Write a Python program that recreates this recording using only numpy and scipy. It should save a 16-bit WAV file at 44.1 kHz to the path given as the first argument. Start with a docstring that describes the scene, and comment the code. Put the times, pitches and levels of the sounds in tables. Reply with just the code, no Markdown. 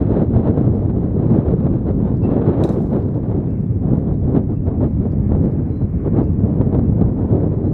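"""A rotor aircraft recedes over a windy marina, its drone under gusts that buffet a camera's microphone.
A faint hiss runs throughout. Lone eddies thump and dry ticks sound from the first second on.
Small fittings clink from 0.8 s; halyards ping on aluminium masts from 1.6 s.
Near 2.6 s fingers slide over the camera and its button clicks in and out.
From 4.8 s a small bird whistles three times."""
import sys
import numpy as np
from scipy import signal
from scipy.fft import rfft, irfft, next_fast_len
from scipy.io import wavfile
from scipy.ndimage import uniform_filter1d, minimum_filter1d, map_coordinates

SR = 44100
rng = np.random.default_rng(int(sys.argv[2]) if len(sys.argv) > 2 else 0)


def put_to_file(sound):
    """Save the sound as 16-bit audio at rate SR, in the file named by the first command-line argument."""
    columns = np.atleast_2d(sound).T  # one column per channel
    safe = np.clip(columns, -1, 1)
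    whole_steps = np.round(safe * 32767)
    wavfile.write(sys.argv[1], SR, whole_steps.astype(np.int16))


N = 340893


def amp(db):
    return 10 ** (np.asarray(db) / 20)


def unit_rms(x):
    return x / np.sqrt(np.mean(x ** 2) + 1e-20)


def at_hz(points, hz):
    """Interpolate (Hz, value) rows on a log frequency axis."""
    knots_hz, values = np.transpose(points)
    return np.interp(np.log(hz + 1), np.log(knots_hz + 1), values)


def at_time(points, t):
    """Interpolate (seconds, value) rows."""
    return np.interp(t, *np.transpose(points))


def wobble(knots_per_s):
    """Smooth random curve, N samples."""
    knots = rng.standard_normal(int(N * knots_per_s / SR) + 4)
    return map_coordinates(knots, [np.arange(N) * knots_per_s / SR])


def filtered(x, response):
    """Apply the gain response(hz) by FFT."""
    size = next_fast_len(N + 8192)
    return irfft(rfft(x, size) * response(np.fft.rfftfreq(size, 1 / SR)), size)[..., :N]


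def noise(spectrum):
    """Noise of rms 1, coloured by (Hz, dB) rows."""
    return unit_rms(filtered(rng.standard_normal(N), lambda hz: amp(at_hz(spectrum, hz))))


def add(track, start_s, sound):
    part = track[round(start_s * SR):][:len(sound)]
    part += sound[:len(part)]


# Air stream between gusts. Each row: time in seconds, level in dB re mean wind.
BREEZE_DB = [(0.0, -1.5), (1.1, -2.0), (2.2, -3.0), (2.85, -1.5), (3.3, 0), (3.57, -6.5), (4.2, -4.5),
             (4.6, -6.5), (5.2, -3.5), (5.95, -5.5), (6.3, -4), (6.9, -0.5), (7.73, -1)]
# Gusts. Each row: centre in seconds, peak in dB re mean wind, width at -10 dB in seconds.
GUST_PUFFS = [(0.038, 1.5, 0.26), (0.19, 4, 0.15), (0.375, 2.5, .13), (0.47, 5, 0.09), (0.6, 1, 0.23),
              (0.781, -1.5, 0.16), (0.98, -2.5, 0.4), (1.23, 1, 0.13), (1.363, 2.5, 0.22), (1.498, 2, 0.11),
              (1.684, 0, 0.33), (1.888, 2, 0.08), (2.072, 1.5, 0.19), (2.274, 2, 0.11), (2.344, 3.5, 0.11),
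              (2.443, 3, 0.2), (2.646, 4, 0.39), (2.968, 1, 0.17), (3.39, -4, 0.33), (3.916, 1.5, 0.24),
              (4.085, 0, 0.12), (4.325, 0, 0.19), (4.375, 2.5, 0.1), (4.514, 0, 0.07), (4.684, 1, 0.09),
              (4.737, -1, 0.09), (4.836, 3.5, 0.09), (5.04, 0.5, 0.1), (5.332, 2, 0.09), (5.444, -1, 0.19),
              (5.625, -4.5, 0.28), (5.816, -0.5, 0.02), (6.069, 3, 0.06), (6.187, 5.5, 0.12),
              (6.521, -.5, 0.34), (6.751, 2, 0.07), (7.018, 1, 0.1), (7.206, -0.5, 0.1), (7.368, 1, 0.26),
              (7.53, 1, 0.05)]


def airstream_db(t, steepness=3.07):
    """Wind strength: breeze and gusts add in power."""
    centre_s, peak_db, width_s = np.transpose(GUST_PUFFS)[..., None]
    puffs_db = peak_db - 10 * np.abs(2 * (t - centre_s) / width_s) ** steepness
    gusts = np.linalg.norm(amp(puffs_db), axis=0)
    return 20 * np.log10(np.hypot(amp(at_time(BREEZE_DB, t)), gusts))


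# Mean buffeting. Each row: frequency in Hz, relative density in dB.
EDDY_SPECTRUM = [(20, -20.5), (50, -6), (100, 0.5), (200, -3), (400, -11.5), (800, -29.5), (1500, -48),
                 (2500, -63), (4000, -68.5), (4800, -84), (7000, -99)]
# Response to gusts. Each row: frequency in Hz, dB per dB of air stream.
GUST_SENSITIVITY = [(100, 0.16), (250, 0.67), (600, 1.64), (1500, 2), (4000, 1.65)]
# Big slow eddies. Each row: time in seconds, level in dB.
RUMBLE_DB = [(0, -17), (1.75, -16.5), (2.7, -20), (3.45, -20), (4.05, -16), (6.1, -16), (6.9, -18),
             (7.73, -17)]
# Wind treble. Each row: time in seconds, gain in dB.
TREBLE_DB = [(0, 4), (.7, 1), (2.5, 2.5), (3.5, 0), (5, -1.5), (7.73, -2)]
# Reach of that gain. Each row: frequency in Hz, share of the dB applied.
TREBLE_SHARE = [(900, 0.0008), (2800, 0.94)]


def wind(lumps_db=1.25, heave_db=2.2, patches_db=1.0):
    """Eddies of unequal size beat on the diaphragm; stronger gusts brighten them."""
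    lumps = amp(lumps_db * (wobble(30) + wobble(90) + wobble(300)))
    eddies = filtered(lumps * rng.standard_normal(N), lambda hz: amp(at_hz(EDDY_SPECTRUM, hz)))
    hz, t, spectra = signal.stft(unit_rms(eddies), SR, nperseg=1024, noverlap=768)
    rumble_db = at_time(RUMBLE_DB, t)
    mean_db = rumble_db.mean()
    heave = np.interp(t * SR, np.arange(N), wobble(7))
    sensitivity = at_hz(GUST_SENSITIVITY, hz)[:, None]
    rumble_share = np.clip(1 - sensitivity, 0, 1)
    swing_db = sensitivity * airstream_db(t) + rumble_share * (rumble_db - mean_db + heave_db * heave)
    swing_db += at_hz(TREBLE_SHARE, hz)[:, None] * at_time(TREBLE_DB, t)
    patches = uniform_filter1d(rng.standard_normal(spectra.shape), size=6, axis=0)
    patches = unit_rms(uniform_filter1d(patches, size=8, axis=1))
    gain = amp(mean_db + swing_db + patches_db * patches)
    return signal.istft(spectra * gain, SR, nperseg=1024, noverlap=768)[1][:N]


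# Rotor drone. Each row: frequency in Hz, relative density in dB.
DRONE_SPECTRUM = [(20, -25.5), (45, -5), (90, 4.5), (150, 3.5), (300, -5.5), (600, -26), (1200, -42.5),
                  (2500, -76)]
# Exhaust rush. Each row: frequency in Hz, relative density in dB.
EXHAUST_SPECTRUM = [(500, -18.5), (1000, 1.5), (2200, -6.5), (3000, -20.5), (4500, -35)]
# Exhaust strength. Each row: time in seconds, level in dB.
EXHAUST_DB = [(0, -62.5), (2.5, -64), (3.6, -59.5), (4.5, -62), (5.6, -56.5), (6.5, -58), (7.73, -61.5)]


def aircraft(level_db=-23, blade_hz=18.5, throb_depth=0.17):
    """Distant dull roar, throbbing at each blade pass, plus a steadier exhaust rush."""
    blade_phase = 2 * np.pi * np.cumsum(blade_hz * (1 + 0.02 * wobble(1.3))) / SR
    throb = 1 + throb_depth * np.cos(blade_phase)
    roar = amp(level_db + 1.4 * wobble(2.5)) * throb * noise(DRONE_SPECTRUM)
    rush_db = at_time(EXHAUST_DB, np.arange(N) / SR) + 1.2 * wobble(7.4)
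    return roar + amp(rush_db) * noise(EXHAUST_SPECTRUM)


# Hiss colour. Each row: frequency in Hz, relative density in dB.
HISS_SPECTRUM = [(2650, -24), (4500, 1), (5370, 1), (5710, -9), (11500, -15), (15500, -15)]
# Hiss strength. Each row: time in seconds, level in dB.
HISS_DB = [(0, -91), (.6, -95), (2.4, -93.5), (3.4, -88), (7.73, -90.5)]


def hiss():
    """Faint, slightly flickering noise floor."""
    level_db = at_time(HISS_DB, np.arange(N) / SR) + 1.5 * wobble(4.4) + 1.2 * wobble(14)
    return amp(level_db) * noise([(2000, -20), *HISS_SPECTRUM])


# Lone sharp eddies. Each row: start in seconds, level in dB.
LONE_EDDIES = [(0.218, -12), (0.361, -12), (0.485, -12), (0.575, -10.5), (0.897, -15.5), (1.301, -13),
               (1.669, -13), (2.248, -14), (2.319, -11), (2.335, -12), (2.418, -11), (2.478, -12),
               (2.931, -10), (2.961, -11), (3.315, -13.5), (4.349, -11), (4.364, -8.5), (4.372, -10),
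               (4.67, -15), (4.842, -12), (5.319, -11.5), (5.441, -15.5), (6.188, -9), (6.613, -8),
               (6.728, -12), (6.747, -8), (6.789, -13), (7.013, -8)]


def thumps(knee_hz=320, breakup=0.06):
    """A small eddy flicks the diaphragm and breaks up, brighter than the mean buffeting."""
    def response(hz):
        return amp(at_hz(EDDY_SPECTRUM, hz)) * 1j * hz / (knee_hz + hz)

    flicks, t = np.zeros(N), np.arange(SR // 25) / SR
    for start_s, db in LONE_EDDIES:
        burst = breakup * rng.standard_normal(len(t)) * np.exp(-((t - 0.003) / 0.01) ** 2)
        burst[0] += rng.choice([-1, 1])
        add(flicks, start_s, amp(db) * burst)
    impulse_peak = np.abs(filtered(signal.unit_impulse(N), response)).max()
    return filtered(flicks, response) / impulse_peak


# Dry plastic. Each row: frequency in Hz, relative density in dB.
DRY_SPECTRUM = [(1500, -22), (3800, 1), (8000, -5.5), (11500, -11.5), (15500, -18)]
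# Ticks. Each row: start in seconds, level in dB, treble gain in dB.
DRY_TICKS = [(0.5745, -53, -2), (1.3635, -64, -4), (2.169, -51, -15), (2.3186, -59, -10),
             (2.4559, -55, -10), (2.815, -55.5, -8), (2.932, -57, -15.5), (3.0045, -58, -16),
             (3.0235, -57.5, -14.5), (3.0824, -58, -16), (3.1447, -57, -11), (3.5055, -58, 0),
             (3.6117, -61, 0), (4.1355, -63.5, -5.5), (4.3707, -57.5, -0.5), (4.9406, -59, -14.5),
             (4.948, -60.5, -14), (5.121, -52, -18), (5.4535, -53.5, -4.5), (5.514, -58, -11.5),
             (7.0128, -61, -2.5)]


def ticks(faint_count=40, crossover_hz=5800, t60_s=0.016):
    """Tiny dry noise puffs, some duller, with fainter ones at random times."""
    low_gate, high_gate = np.zeros((2, N))
    t = np.arange(SR // 50) / SR
    faint_ticks = rng.random((faint_count, 3)) * [N / SR, 8, 10] + [0, -74, -10]
    for start_s, db, treble_db in [*DRY_TICKS, *faint_ticks]:
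        puff = amp(db - 60 * t / t60_s) * (1 - np.exp(-t / 0.0006))
        add(low_gate, start_s, puff)
        add(high_gate, start_s, amp(treble_db) * puff)
    grit = noise(DRY_SPECTRUM)
    lows = filtered(grit, lambda hz: 1 / (1 + (hz / crossover_hz) ** 10))
    return low_gate * lows + high_gate * (grit - lows)


# Distant small fittings. Each row: start in seconds, level in dB, mode in Hz.
FITTING_TAPS = [(.76, -69, 5150), (1.633, -69, 4780), (2.05, -57.5, 3600), (3.46, -61.5, 3510),
                (3.664, -60, 3420), (4.075, -62, 3400), (4.14, -61, 3800), (4.23, -59.5, 3400),
                (4.288, -59.5, 3780), (5.698, -67, 4750), (6.237, -58, 4850)]


def clinks(ring_t60_s=0.04, tick_t60_s=0.015):
    """Shackles and clips tap: one short, rough mode each, over a dry tick."""
    track, t = np.zeros(N), np.arange(SR // 12) / SR
    grit = noise(DRY_SPECTRUM)
    attack = 1 - np.exp(-t / 0.0018)
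    for start_s, db, hz in FITTING_TAPS:
        ring = amp(-60 * t / ring_t60_s) * np.sin(2 * np.pi * hz * t)
        tick = 0.55 * amp(-60 * t / tick_t60_s) * grit[round(start_s * SR):][:len(t)]
        add(track, start_s, amp(db) * attack * (ring + tick))
    return track * amp(4.7 * wobble(500))


# Mast tube modes. Each row: frequency in Hz, T60 in seconds.
MAST_MODES = [(2670, 0.75), (4830, 0.15)]
# Rope slaps. Each row: start in seconds, level in dB, upper mode gain in dB.
HALYARD_SLAPS = [(1.627, -68, -5.5), (2.22, -54, -9), (3.485, -66.5, -10), (4.542, -67.5, -6),
                 (4.783, -82, 7.5), (6.19, -64.5, -30), (6.83, -71.5, -13)]


def halyards(beat_hz=15.5):
    """A rope slap rings two mast modes; the lower beats, as close modes do."""
    track, t = np.zeros(N), np.arange(SR // 3) / SR
    (low_hz, low_t60_s), (high_hz, high_t60_s) = MAST_MODES
    attack = 1 - np.exp(-t / 0.004)
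    beating = 1 - 0.6 * np.cos(2 * np.pi * beat_hz * t)
    lower = amp(-60 * t / low_t60_s) * np.sin(2 * np.pi * low_hz * t) * beating
    for start_s, db, upper_db in HALYARD_SLAPS:
        upper = amp(upper_db - 60 * t / high_t60_s) * np.sin(2 * np.pi * high_hz * t)
        add(track, start_s, amp(db) * attack * (lower + upper))
    return track * amp(1.2 * wobble(35) + 2.4 * wobble(400))


# Skin sliding on plastic. Each row: frequency in Hz, relative density in dB.
FRICTION_SPECTRUM = [(2000, -7.5), (4000, 3), (8000, 0), (12000, -5), (15500, -7.5)]
# Camera body modes. Each row: frequency in Hz, relative level in dB, T60 in seconds.
BODY_MODES = [(2500, -1.5, 0.01), (3850, 5.5, 0.0079), (5250, -12, .01), (6270, -15, 0.04),
              (7420, -11, 0.025), (8650, -12, 0.017), (9300, -16, .02), (11250, -17, 0.027)]


def body_response(hz):
    """Gain of the plastic body: one resonance peak per mode."""
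    return 0.12 + sum(amp(0.42 * db) / (1 + ((hz - mode_hz) / 260) ** 2) for mode_hz, db, _ in BODY_MODES)


def finger_slide(start_s=2.56, level_db=-65, rise_s=0.07, hold_s=0.17, fall_s=0.3):
    """Fingers cross the camera body in small slips; rise and fall times span 20 dB."""
    t = np.arange(N) / SR - start_s - rise_s
    fade_db = 20 * np.maximum(0, np.maximum(-t / rise_s, (t - hold_s) / fall_s))
    slips_db = 1.6 * wobble(40) + 3.2 * wobble(700)
    friction = unit_rms(filtered(noise(FRICTION_SPECTRUM), lambda hz: 1.5 + body_response(hz)))
    return amp(level_db - fade_db + slips_db) * friction


# Camera button. Each row: start in seconds, level in dB.
BUTTON_SNAPS = [(2.638, -28.5), (2.691, -37.5)]


def button(crack_t60_s=0.011, rattle_t60_s=0.22):
    """The button snaps in and out, ringing and rattling the plastic body."""
    rings, gate = np.zeros((2, N))
    t = np.arange(SR // 8) / SR
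    crack_and_rattle = 0.45 * amp(-60 * t / crack_t60_s) + 0.1 * amp(-60 * t / rattle_t60_s)
    for start_s, db in BUTTON_SNAPS:
        onset = amp(db) * (1 - np.exp(-t / 0.00035))
        for hz, mode_db, t60_s in BODY_MODES:
            decay = amp(mode_db + rng.normal(0, 1.5) - 60 * t / t60_s)
            add(rings, start_s, onset * decay * np.sin(2 * np.pi * hz * t))
        add(gate, start_s, onset * crack_and_rattle)
    grit = unit_rms(filtered(noise(DRY_SPECTRUM), body_response))
    return rings + gate * grit


# Bird calls. Each row: start in seconds, length in seconds, level in dB, starting pitch in Hz.
WHISTLES = [(4.829, 0.083, -77.5, 4000), (5.62, .27, -70, 4050), (7.6, 0.12, -70, 4090)]


def bird():
    """Thin whistles: slow swell, slight pitch lift, quicker fade, roughened by the air they cross."""
    track = np.zeros(N)
    for start_s, length_s, db, hz in WHISTLES:
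        t = np.arange(0, length_s, 1 / SR)
        progress = t / length_s
        swell = np.abs(np.sin(np.pi * progress ** 1.6)) ** 1.3
        phase = 2 * np.pi * hz * t * (1 + 0.004 * progress ** 3)
        add(track, start_s, amp(db) * swell * np.sin(phase))
    return track * amp(2.2 * wobble(120))


def scene():
    rigging = halyards() + clinks() + ticks()
    return (wind() + thumps() + aircraft() + rigging + bird() + button() + finger_slide() + hiss())[None]


def record(dry, threshold=0.85, fade_in_s=0.01, cutoff_hz=15700):
    """Look-ahead limiter, fade-in, brick-wall low-pass."""
    needed_gain = np.minimum(1, threshold / (np.abs(dry) + 1e-9))
    gain = uniform_filter1d(minimum_filter1d(needed_gain, size=SR // 25), size=SR // 25)
    fade_in = np.minimum(1, np.arange(N) / (fade_in_s * SR))
    return filtered(dry * gain * fade_in, lambda hz: hz < cutoff_hz)


dry = scene()
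out = record(dry)
put_to_file(out)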